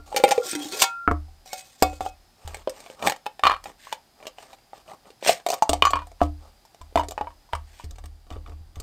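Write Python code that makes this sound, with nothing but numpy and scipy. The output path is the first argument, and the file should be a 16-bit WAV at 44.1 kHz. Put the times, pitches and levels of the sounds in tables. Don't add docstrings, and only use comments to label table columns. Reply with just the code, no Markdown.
import sys
import numpy as np
from scipy import signal
from scipy.fft import rfft, irfft
from scipy.io import wavfile
from scipy.ndimage import uniform_filter1d

SR = 44100
rng = np.random.default_rng(int(sys.argv[2]) if len(sys.argv) > 2 else 0)


def unload_audio(sound):
    columns = np.transpose(np.atleast_2d(sound))
    steps = np.round(np.clip(columns, -1, 1) * 32767)
    wavfile.write(sys.argv[1], SR, steps.astype(np.int16))


def level_to_linear(level):
    exponent = np.asarray(level, float) / 20
    return 10 ** exponent


N = 388962


def evened(x):
    return x / np.sqrt(np.mean(x ** 2) + 1e-20)


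def unit(taps):
    return taps / np.linalg.norm(taps)


def coloured(x, points):
    hz, db = np.transpose(points)
    grid = np.fft.rfftfreq(len(x), 1 / SR)
    curve_db = np.interp(np.log(grid + 1), np.log(hz + 1), db)
    return irfft(rfft(x) * level_to_linear(curve_db), len(x))


def taps_of(points):
    return unit(np.roll(coloured(np.eye(1, 1024)[0], points), 512))


def add(mix, s, sound):
    part = mix[max(round(s * SR), 0):][:len(sound)]
    part += sound[:len(part)]


def resonate(x, hz, width):
    turn = np.exp(2j * np.pi * np.cumsum(hz * np.ones(len(x))) / SR)
    r = np.exp(-np.pi * width / SR)
    return 2 * (turn * signal.lfilter([1 - r], [1, -r], x / turn)).real


def ring(modes, length_s, spread_db=0., detune=0.):
    t = np.arange(round(length_s * SR))[:, None] / SR
    hz, db, t60 = np.transpose(modes)
    luck = rng.standard_normal((2, len(hz)))
    wave = np.sin(2 * np.pi * hz * (1 + detune * luck[0]) * t)
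    level_db = db + spread_db * luck[1] - 60 * t / np.maximum(t60, .005)
    return (level_to_linear(level_db) * wave).sum(1)


# f/Hz, level/dB per Hz
CRACK = [(2240, -29), (3800, -6), (8560, -5.5), (10900, -21.5), (13500, -12.5), (15700, -25.5),
         (16300, -43)]
# f/Hz, level/dB, T60/s
BOX = [(1915, -1.5, .012), (2427, 4, 0.0087), (2910, 7, 0.0059), (3527, -4, 0.013), (4300, -13.5, 0.018)]


def knock(hz, shell_db, crack_db, t60, cluster_db):
    t = np.arange(round(.13 * SR)) / SR
    places = np.linspace(-1.2, 1.4, 9) + rng.uniform(-.15, .15, 9)
    cluster = [(hz * np.exp(.3 * a), cluster_db - 6.5 - 3.5 * abs(a), t60 * .65) for a in places]
    hollow = ring([(hz, 0, t60)] + cluster, .13, 1.5) * (1 - np.exp(-t / 0.0014))
    rattle = rng.standard_normal(len(t)) * (level_to_linear(-60 * t / 0.015) + level_to_linear(-16.5 - 60 * t / 0.036))
    shell = signal.oaconvolve(rattle, unit(ring(BOX, .03, 2, .03)))[:len(t)]
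    noise = rfft(coloured(rng.standard_normal(len(t)), CRACK))
    noise *= level_to_linear(3.0 * evened(uniform_filter1d(rng.standard_normal(len(noise)), size=120)))
    crack = evened(irfft(noise, len(t))) * (level_to_linear(-60 * t / 0.022) + level_to_linear(-18.5 - 60 * t / .07))
    blow = 0.73 * hollow + 1.086 * level_to_linear(shell_db) * shell + 0.93 * level_to_linear(crack_db) * crack
    blow = blow * (1 - np.exp(-t / 0.00033))
    for late, size in rng.random((3, 2)):
        add(blow, .0015 + 0.0092 * late, 0.41 * size * blow.copy())
    return blow / abs(blow).max() * level_to_linear(max(shell_db, crack_db, 0))


def blow(row, shell, t60):
    _, db, hz, crack_db = row[:4]
    return knock(hz, shell[0] + shell[1] * crack_db, crack_db, t60, shell[2])


def arches(rubs, jerks, jerk_edges_db=(-42, -50)):
    rows = []
    for strokes_of, (up, down) in [(rubs, (-13.5, -5.5)), (jerks, jerk_edges_db)]:
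        for start, peak, end, hiss, low in strokes_of:
            rows.append([(start, hiss + up, low + up), (peak, hiss, low), (end, hiss + down, low + down)])
    return rows


def strokes(tables, grit_db, per_s):
    t, hiss, rumble = np.arange(N) / SR, np.zeros(N), np.zeros(N)
    for rows in tables:
        s, hiss_db, rumble_db = np.transpose(rows)
        inside = (t > s[0]) & (t < s[-1])
        hiss += inside * level_to_linear(np.interp(t, s, hiss_db))
        rumble += inside * level_to_linear(np.interp(t, s, rumble_db))
    grains = level_to_linear(grit_db * np.minimum(rng.exponential(1, N), 5)) * (rng.random(N) < per_s / SR)
    swell = evened(signal.lfilter([1], [1, -np.exp(-1 / (0.0017 * SR))], grains))
    grit = swell * rng.standard_normal(N)
    return uniform_filter1d(hiss, size=300) * grit, uniform_filter1d(rumble, size=300) * grit


def patchy(x, patchy_db):
    z = signal.stft(x, nperseg=256)[2]
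    patches = uniform_filter1d(rng.standard_normal(z.shape), size=3, axis=0)
    patches = uniform_filter1d(patches, size=20, axis=1)
    return signal.istft(z * level_to_linear(patchy_db * evened(patches)), nperseg=256)[1][:N]


# f/Hz, level/dB per Hz
NIGHT = [(15, -38), (25, -1), (387, -11), (455, -15), (805, -5.5), (973, -13.5), (2800, -19), (4820, -16),
         (5670, -20.5), (15100, -27), (16300, -43.5)]
# width f/Hz, level/dB
CRICKETS = [(260, -72.5)]
# t/s, f/Hz
CRICKET_DRIFT = [(0, 4800), (2.2, 5000), (3.299, 5200), (4.602, 4750), (5.2, 5050), (6.5, 4900),
                 (8.82, 4800)]


def night():
    out = level_to_linear(-61) * evened(coloured(rng.standard_normal(N), NIGHT))
    t = np.arange(N) / SR
    hz = np.interp(t, *np.transpose(CRICKET_DRIFT))
    for width, db in CRICKETS:
        slow = uniform_filter1d(uniform_filter1d(rng.standard_normal(N), size=9000), size=9000)
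        song_hz = hz * (1 + 0.013 * evened(slow))
        out += level_to_linear(db) * evened(resonate(resonate(rng.standard_normal(N), song_hz, width), song_hz, width))
    return out * level_to_linear(-3 * (t > 7.845))


def nearby_walls(x):
    slots = np.arange(200, 12000, 22)
    at = slots + rng.integers(0, 22, len(slots))
    taps = np.zeros(12100)
    taps[at] = rng.choice([-1., 1.], len(at)) * level_to_linear(-60 * at / SR / 0.18)
    dull = signal.lfilter([1], [1, -.6], taps)
    return signal.oaconvolve(x, unit(dull))[:N]


# f/Hz, level/dB, T60/s
PANEL = [(296, -7, 0.3), (323, -9, 0.15), (614, -18, 0.2), (1017, -17, 0.14), (440, 0, 0.05),
         (563, -10.5, 0.078), (702, -3, 0.13), (930, -10.5, 0.028), (1145, -6, 0.1), (1280, -11.5, 0.13)]
# t/s, boom peak level/dB, panel ring re boom level/dB
THUMPS = [(0.0, -43.5, -8.5), (1.077, -21.5, 4), (1.113, -19.5, 1), (1.823, -25, 9), (2.007, -35.5, 4),
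          (2.449, -32, -29), (3.434, -35.5, -8.5), (5.694, -23.5, 2), (5.824, -27.5, -2.5),
          (5.937, -28, -8.5), (6.216, -18.5, 2), (6.81, -40, -10.5), (6.957, -25, -1), (7.21, -39, 5),
          (7.533, -27.5, -27), (7.842, -30.5, -26), (7.865, -49, -21), (7.915, -36.5, -17),
          (7.985, -43, -8), (8.04, -36.5, -11), (8.268, -50, -9), (8.312, -30, -11), (8.36, -30, -11),
          (8.482, -35.5, -14), (8.52, -39.5, -14), (8.609, -36.5, -37.5), (8.8, -30, -13.5),
          (8.768, -29.5, -17)]
BOOM_HZ, BOOM_T60 = 75.4, 0.5


def table_thumps():
    out, t = np.zeros(N), np.arange(round(.6 * SR)) / SR
    sway_hz, sway_t60 = 41, 1
    for s, db, panel_db in THUMPS:
        sway_db = -25 - 0.5 * db
        low_modes = [(BOOM_HZ, 0, BOOM_T60), (sway_hz, sway_db, sway_t60), (sway_hz * .75, sway_db - 5, sway_t60)]
        low = ring(low_modes, len(t) / SR, 0, .01) * (1 - np.exp(-t / 0.0024))
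        settling = (t == 0) + .35 * unit(rng.standard_normal(len(t)) ** 3 * level_to_linear(-60 * t / 0.025))
        panel = signal.oaconvolve(ring(PANEL, len(t) / SR, 2, .005), settling)[:len(t)]
        add(out, s, level_to_linear(db) * (low + level_to_linear(panel_db) * panel) * np.cos(np.pi * t / t[-1] / 2))
    return out


# t/s, boom level/dB
TWISTING = [
    (7.6, -43),
    (7.756, -64),
    (7.894, -35),
    (8.272, -47.5),
    (8.31, -34),
    (8.82, -44),
]


def table_twisting():
    out = np.zeros(N)
    s, db = np.transpose(TWISTING)
    t = np.arange(s[0], s[-1], 1 / SR)
    push = rng.standard_normal(len(t))
    shaken = evened(resonate(push, BOOM_HZ, 2.6)) + level_to_linear(-24) * evened(resonate(push, PANEL[0][0], 18.0))
    add(out, s[0], level_to_linear(np.interp(t, s, db) - 11.5) * shaken * signal.windows.tukey(len(t), .1))
    return out


# t/s, blow peak level/dB, hollow f/Hz, crack re blow level/dB
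CAN_HITS = [
    (1.077, -4.5, 1280, -60),
    (1.113, -10, 1150, -39),
]


def can():
    out = np.zeros(N)
    for row in CAN_HITS:
        add(out, row[0], level_to_linear(row[1]) * blow(row, (-27.5, .38, -1.5), 0.011))
    return out


# f/Hz, level/dB, T60/s
EMPTY = [(964, -9, 0.08), (1077, -3, 0.08), (1174, -2, 0.08), (1273, -4, .09), (2430, -2, 0.1),
         (2940, -4, 0.058), (3120, -8.5, .05), (4300, -10.5, 0.085)]
# t/s, blow peak level/dB, hollow f/Hz, crack re blow level/dB
BOX_HITS = [(2.476, -24.5, 807, -9.5), (2.545, -22, 800, -9), (2.569, -31.5, 475, -8),
            (2.674, -11, 561, -53.5), (2.695, -23.5, 563, -1), (2.803, -32, 600, -2.5),
            (2.862, -28.5, 708, -20.5), (2.9, -27.5, 516, -21), (3.025, -16, 673, -18.5),
            (2.993, -35, 880, -17), (3.065, -12, 800, -12), (3.072, -2.5, 781, -15.5),
            (3.097, -11, 855, -9), (3.121, -15, 766.7, -17.5), (3.162, -30, 900, -14),
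            (3.259, -29, 800, -17.5), (3.264, -14, 848, -26.5), (3.394, -24.5, 780, -24),
            (3.436, -4, 1153, -36.5), (3.453, -6, 1100, -36), (3.446, -16, 1150, -40),
            (3.463, -12, 1100, -40), (3.468, 0.5, 1114, -35), (3.483, -16, 1120, -40),
            (3.527, -20, 1100, -40), (3.546, -24, 1150, -40), (3.472, -7, 1199, -32),
            (3.497, -7.5, 1099, -37.5), (3.509, -13.5, 1235, -41.5), (3.517, -10.5, 1023, -35.5),
            (3.538, -18.5, 1143, -44), (3.564, -29, 1250, -27.5), (3.64, -28.5, 870, 0),
            (3.657, -22.5, 778, -26.5)]
TUGS = [(3.87, -29.5, 1054, -38), (3.92, -31, 890, -22), (3.926, -14.5, 877, -17), (4.202, -36, 770, -34),
        (4.227, -34.5, 600, -21.5), (4.254, -28.5, 576, -29), (4.268, -22.5, 615, -9),
        (4.43, -38.5, 760, -20), (4.531, -35, 765, -16), (4.586, -46, 818, -15.5), (4.879, -36, 600, -20),
        (4.898, -37, 700, -14), (5.055, -41.5, 700, -37), (4.384, -25.5, 747, -20.5),
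        (4.732, -27, 780, -57), (4.916, -32, 790, -41), (5.103, -35, 452, -13.5),
        (5.226, -21.5, 576, -36.5), (5.248, -19, 794, -7), (5.263, -12, 627, -21.5),
        (5.277, -10.5, 600, -8), (5.286, -9, 700, -13.5), (5.293, -1, 690, -24), (5.299, -11.5, 760, -7),
        (5.399, -33.5, 720, -28), (5.312, -22, 1037, 2), (5.329, -26, 576, 4)]
TICKS = [(7.74, -46, 900, -15), (7.798, -32, 943, -43), (7.838, -30, 170, -42), (8.267, -47, 400, -17),
         (8.495, -40, 450, -16), (7.842, -38, 452, 4), (7.909, -42, 517.4, 8), (7.958, -43.5, 813, -8),
         (7.984, -34.5, 765, -8.5), (8.039, -36, 724, -10), (8.057, -34.5, 1170, -2.5),
         (8.304, -29.5, 700, -18.5), (8.324, -34, 740, -15.5), (8.336, -40, 1150, -24),
         (8.475, -41, 1200, -26), (8.52, -47, 1200, -22), (8.365, -32.5, 452, -48), (8.462, -37, 1200, -30),
         (8.757, -37, 1180, -6), (8.8, -33, 416.5, 6)]
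LATE_HITS = [(6.206, -25.5, 1020, -32), (6.216, -7.5, 693, -74), (6.651, -44, 900, -9),
             (6.746, -38.5, 720, -13), (6.814, -35, 999, -16.5), (6.925, -40.5, 444, -31.5),
             (6.957, -7.5, 696, -29), (6.974, -9.5, 964, -31), (6.984, -15.5, 700, -26),
             (6.995, -11.5, 920, -31.5), (7.011, -18, 912, -33), (7.034, -27.5, 720, -22),
             (7.085, -22.5, 410, -1), (7.109, -24, 682.4, -8), (7.12, -25.5, 720, -17),
             (7.178, -14.5, 875, -36.5), (7.211, -13.5, 848, -43.5), (7.271, -26, 959, -56),
             (7.245, -37, 720, -40), (7.305, -42, 1100, -29), (7.49, -45, 950, -30),
             (7.527, -33.5, 910, -21.5), (7.533, -11, 936, -33.5), (7.551, -21, 1130, -19)]
BOX_DROP = (5.823, -3, 1100, -32)
# f/Hz, level/dB, T60/s
DROP_WALLS = [(2430, -9, .03), (3000, -7, .025)]
EMPTY_HZ = 950


def empty_ring(row):
    return level_to_linear(row[1] - 21) * ring(EMPTY, .12, 3.5, .015)


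def box_knocks():
    out = np.zeros(N)
    for row in TICKS:
        add(out, row[0], level_to_linear(row[1] - 24) * ring(PANEL, .2, 3.98))
    late_modes = PANEL[6:] + EMPTY[5:7]
    for row in LATE_HITS:
        s, db, hz, _ = row
        add(out, s, level_to_linear(db) * blow(row, (-12, 0.27, -2), 0.027))
        contact_modes = [(hz, 0, .1), (690, 6, .11), (1750, -8, .05)]
        add(out, s, level_to_linear(db - 27) * ring(late_modes + contact_modes, .2, 3, .01))
    for row in BOX_HITS + TUGS + TICKS:
        t60 = 0.025 if row[2] < EMPTY_HZ else 0.021
        add(out, row[0], level_to_linear(row[1]) * blow(row, (-4.5, 0.35, -0.97), t60))
    add(out, BOX_DROP[0], level_to_linear(BOX_DROP[1]) * blow(BOX_DROP, (-15, 0, -3), 0.02))
    add(out, BOX_DROP[0], ring(DROP_WALLS, .1))
    for row in [BOX_DROP] + BOX_HITS:
        if row[2] > EMPTY_HZ:
            add(out, row[0], empty_ring(row))
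    return out


# f/Hz, level/dB per Hz
RUSTLE = [(880, -48), (1500, 3), (7650, -5.5), (8710, -3), (10200, -25), (13800, -10.5), (16300, -42.5)]
# start t/s, peak t/s, end t/s, hiss level/dB, hollow rumble level/dB
BOX_RUBS = [(2.38, 2.5, 2.63, -53.5, -50), (2.68, 2.76, 2.96, -52, -52), (3.635, 3.67, 3.72, -50, -44),
            (3.78, 3.87, 3.96, -49.5, -61), (4.16, 4.24, 4.3, -58.5, -50), (4.37, 4.41, 4.47, -52, -52),
            (4.44, 4.53, 4.555, -54, -52), (4.72, 4.76, 4.82, -56, -54), (4.86, 4.9, 4.95, -53.5, -43.5),
            (5.03, 5.08, 5.1, -60, -52), (6.39, 6.43, 6.5, -62, -53), (7.66, 7.8, 7.843, -55, -66),
            (5.69, 5.71, 5.78, -48, -44), (5.46, 5.51, 5.6, -47, -46), (8.29, 8.32, 8.39, -62, -51),
            (8.455, 8.475, 8.54, -64, -52), (8.75, 8.77, 8.82, -60, -54)]
BOX_JERKS = [
    (2.948, 3.063, 3.18, -33.5, -23),
    (5.205, 5.283, 5.437, -18.5, -26),
    (6.173, 6.231, 6.328, -42, -45.5),
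]


def box_rubs():
    hiss, rumble = strokes(arches(BOX_RUBS, BOX_JERKS), 2.8, 2200)
    out = patchy(signal.oaconvolve(hiss, taps_of(RUSTLE), "same"), 1.8)
    out += level_to_linear(-19) * signal.oaconvolve(hiss, unit(ring(BOX, .05)))[:N]
    hollow = [(700, 11.0, 0.0057), (896, -3.5, .025), (1150, 4.5, 0.011), (520, -28, 0.0059), (220, -3, 0.01)]
    return out + signal.oaconvolve(rumble, unit(ring(hollow, 0.061)))[:N]


# t/s, blow peak level/dB, hollow f/Hz, crack re
# blow level/dB
BURNER_HITS = [(5.464, -9.5, 700, -16), (5.487, -15, 631, -9), (5.502, -9.5, 708, -7.5),
               (5.517, -19, 700, -2), (5.526, -16.5, 716, -18.5), (5.533, -12.5, 769, -14.5),
               (5.54, -17.5, 768, -9), (5.623, -11, 874.5, -8), (5.693, -4, 689, -8),
               (5.732, -7, 720, -14.5), (5.852, -5.5, 1138, -20), (5.869, -8, 1155, -33),
               (5.906, -18, 708, -6.5), (5.934, -7, 1085, -51.5), (5.956, -16.5, 1022, -32),
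               (5.97, -19, 1104, -45), (5.99, -25.5, 1100, -30), (6.002, -31.5, 1056, -42.5),
               (5.839, -17, 1200, -30.5), (6.019, -29.5, 970, -35), (6.07, -36, 723, -9),
               (6.116, -37.5, 680, -15)]
# f/Hz, level/dB, T60/s
BURNER = [(2930, -3, .1), (4285, 0, .06), (4619, -3, .15), (6083, -2, .15), (6988, -3, .18)]
# t/s, level/dB
ARM_RINGS = [
    (5.853, -31),
    (5.503, -37),
]


def burner():
    out = np.zeros(N)
    for row in BURNER_HITS:
        s, db, hz, _ = row
        if hz > EMPTY_HZ:
            add(out, s, empty_ring(row))
        hit = blow(row, (-12, 0.38, -3), 0.061) if hz < EMPTY_HZ else blow(row, (-15.5, 0.12, -1.5), 0.028)
        add(out, s, level_to_linear(db) * hit)
    for s, db in ARM_RINGS:
        add(out, s, level_to_linear(db) * ring(BURNER, .052, 1.5, .002))
    return out


# f/Hz, level/dB, T60/s
MUG = [(781, -14.5, .16), (942, -17.5, .2), (1384, -16.5, 1.3), (2214, -13.5, .09), (2541, -14.5, 0.27),
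       (3268, -19, 0.12), (3560, -11, .11), (4048, -19.5, 0.15), (4720, -15.5, 0.077), (6132, -16, 0.051),
       (6900, -17, .09), (7800, -22, .1)]
NESTED = [(802, -3, 0.1), (1397, -23.5, 0.77), (2099, -17, 0.1), (2340, -9, 0.06), (2570, -25, 0.35),
          (3180, -24, .11), (3643, -15.5, .06), (4048, -26.5, 0.11), (4530, -26, 0.047)]
HELD_MUG = [(583, -8, .25), (750, 3, .23), (1392, -12, .2)] + [(hz, db - 4, t60) for hz, db, t60 in MUG[3:]]
# t/s, blow peak level/dB, hollow f/Hz, crack and free ring re blow level/dB
MUG_HITS = [(0.075, -44, 800, -20, -30), (0.118, -31.5, 730, -40, -26.5), (0.126, -22.5, 825, -39.5, -21),
            (0.145, -18.5, 520, -29.5, -16), (0.163, -10, 542, -6, -6), (0.169, -12.5, 800, -3.5, -12),
            (0.175, -17, 544, -4, -10), (0.188, -19, 486, -19.5, -18), (0.199, -17.5, 520, -25, -14),
            (0.238, 3, 531, -23.5, -9), (0.279, -11.5, 526, -21.5, -15), (0.289, -17.5, 700, -2.5, -21),
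            (0.309, -11, 522, -8, -9.5), (0.315, -8.5, 780, -13.5, -14.5), (0.321, -12, 790, -30.5, -10),
            (0.378, -12, 461, -28, -12), (0.456, -34, 374, -18, -23.5), (0.531, -19.5, 305, -15, -8.5),
            (0.551, -15, 307, -6, -14.5), (0.607, -30.5, 300, -16, -20), (0.654, -30.5, 300, -23.5, -20),
            (0.746, -25.5, 420, -18.5, -22), (0.771, -31, 493, -16, -17), (0.722, -26.5, 590, -7, -5),
            (0.733, -22.5, 388, -13.5, -3), (0.82, 0, 1045, -3.5, -12.5), (0.827, -8, 940, -0.5, -29),
            (0.839, -11.5, 1000, -4, -4)]
# t/s, blow peak level/dB, hollow f/Hz, crack re blow level/dB
MUG_SET = [
    (1.459, -39, 770, 2),
    (1.531, -17.5, 790, 0),
    (1.824, 1, 610, -15),
    (1.93, -31, 548, -19.5),
    (2.007, -18.5, 745, -21),
    (2.052, -30, 750, -20),
    (2.062, -19, 756, -37),
]
GRIPS = [.62, 1.07, 1.72, 1.98, 2.14]


def mug_knocks():
    out = np.zeros(N)
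    set_down = [(*hit, -16 - 0.15 * hit[1]) for hit in MUG_SET]
    for row in MUG_HITS + set_down:
        s, db, hz, _, ring_db = row
        modes = NESTED if s < .43 else MUG if s < GRIPS[1] else HELD_MUG
        free = ring(modes, .45, 2, .001)
        next_grip = min(g for g in GRIPS if g > s)
        held = np.maximum(np.arange(len(free)) / SR + s - next_grip, 0)
        shell = (-3.5, .65, -10) if s < GRIPS[1] else (-9, .45, -1.7)
        add(out, s, level_to_linear(min(db, .3)) * blow(row, shell, 24 / hz))
        add(out, s, level_to_linear(db + ring_db) * free * level_to_linear(-60 * held / .04))
    return out


# start t/s, peak t/s, end t/s, hiss level/dB, hollow rumble level/dB
MUG_RUBS = [(.06, .3, 0.49, -49.5, -40), (.43, .49, .54, -37, -62), (.53, .63, 0.78, -45, -49),
            (.715, .8, 0.85, -35.5, -39.5), (1.453, 1.475, 1.53, -53, -57), (1.52, 1.59, 1.615, -46, -58),
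            (1.57, 1.63, 1.77, -58, -62.5), (1.78, 1.81, 1.825, -52, -58), (1.83, 1.86, 1.99, -56, -54),
            (2.0, 2.02, 2.1, -52, -58)]
MUG_JERKS = [
    (0.787, 0.824, 0.88, -20, -29.5),
]


def mug_rubs():
    hiss, rumble = strokes(arches(MUG_RUBS, MUG_JERKS), 2.5, 2500)
    out = patchy(signal.oaconvolve(hiss, taps_of(CRACK) + .7 * taps_of(RUSTLE), "same"), 2.6)
    out += level_to_linear(-13) * signal.oaconvolve(hiss, unit(ring(MUG[3:], .25)))[:N]
    hollow = [(764.0, 0.5, 0.054), (595, -1.5, 0.042), (1100, 0.5, 0.026), (1372, -20, 0.93)]
    return out + signal.oaconvolve(rumble, unit(ring(hollow, 0.44)))[:N]


# start t/s, length t/s, f/Hz, level/dB
SQUEAKS = [(.5, 0.023, 8200, -30), (.59, .08, 3250, -40), (.62, 0.06, 3800, -45), (.53, 0.2, 780, -45),
           (.76, .03, 5200, -42), (1.59, 0.075, 8000, -58), (1.47, .13, 2214, -52)]


def mug_squeaks():
    out = np.zeros(N)
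    for s, length, hz, db in SQUEAKS:
        drive = rng.standard_normal(round(length * SR))
        tone = evened(resonate(resonate(drive, hz, 110), hz, 110))
        add(out, s, level_to_linear(db) * tone * np.hanning(len(drive)))
    return out


# t/s, f/Hz, level/dB, T60/s
AIR_RINGS = [(.38, 483, -13, 0.15), (.553, 293.6, -24, 0.34), (.655, 306, -28.5, .13),
             (0.001, 1388, -48, .25), (.42, 1385, -37, .9), (1.283, 760, -50, .08), (5.623, 867, -6, .055),
             (5.624, 684, -14, .06)]
# t/s, f/Hz, level/dB
CAVITY = [(0.399, 470, -43.5), (0.444, 440, -53), (0.492, 310, -50), (0.571, 291.3, -37.5),
          (0.7, 300, -47.5), (0.755, 410, -39.5), (0.84, 592, -39.5)]


def mug_air():
    out = np.zeros(N)
    for s, hz, db, t60 in AIR_RINGS:
        fade = np.cos(np.linspace(0, np.pi / 2, round(.25 * SR)))
        add(out, s, ring([(hz, db, t60)], .25) * fade)
    s, hz, db = np.transpose(CAVITY)
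    t = np.arange(s[0], s[-1], 1 / SR)
    scrapes = rng.standard_normal(len(t)) * rng.exponential(1, len(t)) ** 2
    air = evened(resonate(scrapes, np.interp(t, s, hz), 31))
    add(out, s[0], level_to_linear(np.interp(t, s, db)) * air * signal.windows.tukey(len(t), .1))
    return out


def scene():
    background = night() + table_thumps() + table_twisting()
    gear = can() + box_knocks() + box_rubs() + burner()
    gear += mug_knocks() + mug_rubs() + mug_squeaks() + mug_air()
    gear = signal.sosfilt(signal.butter(1, 260, "high", fs=SR, output="sos"), gear)
    return (background + gear + level_to_linear(-17.0) * nearby_walls(gear))[None]


def band_limit(x):
    return signal.sosfilt(signal.butter(12, 16490, fs=SR, output="sos"), x)


def record(dry):
    return band_limit(np.clip(dry, -.99, .99))


dry = scene()
out = record(dry)
unload_audio(out)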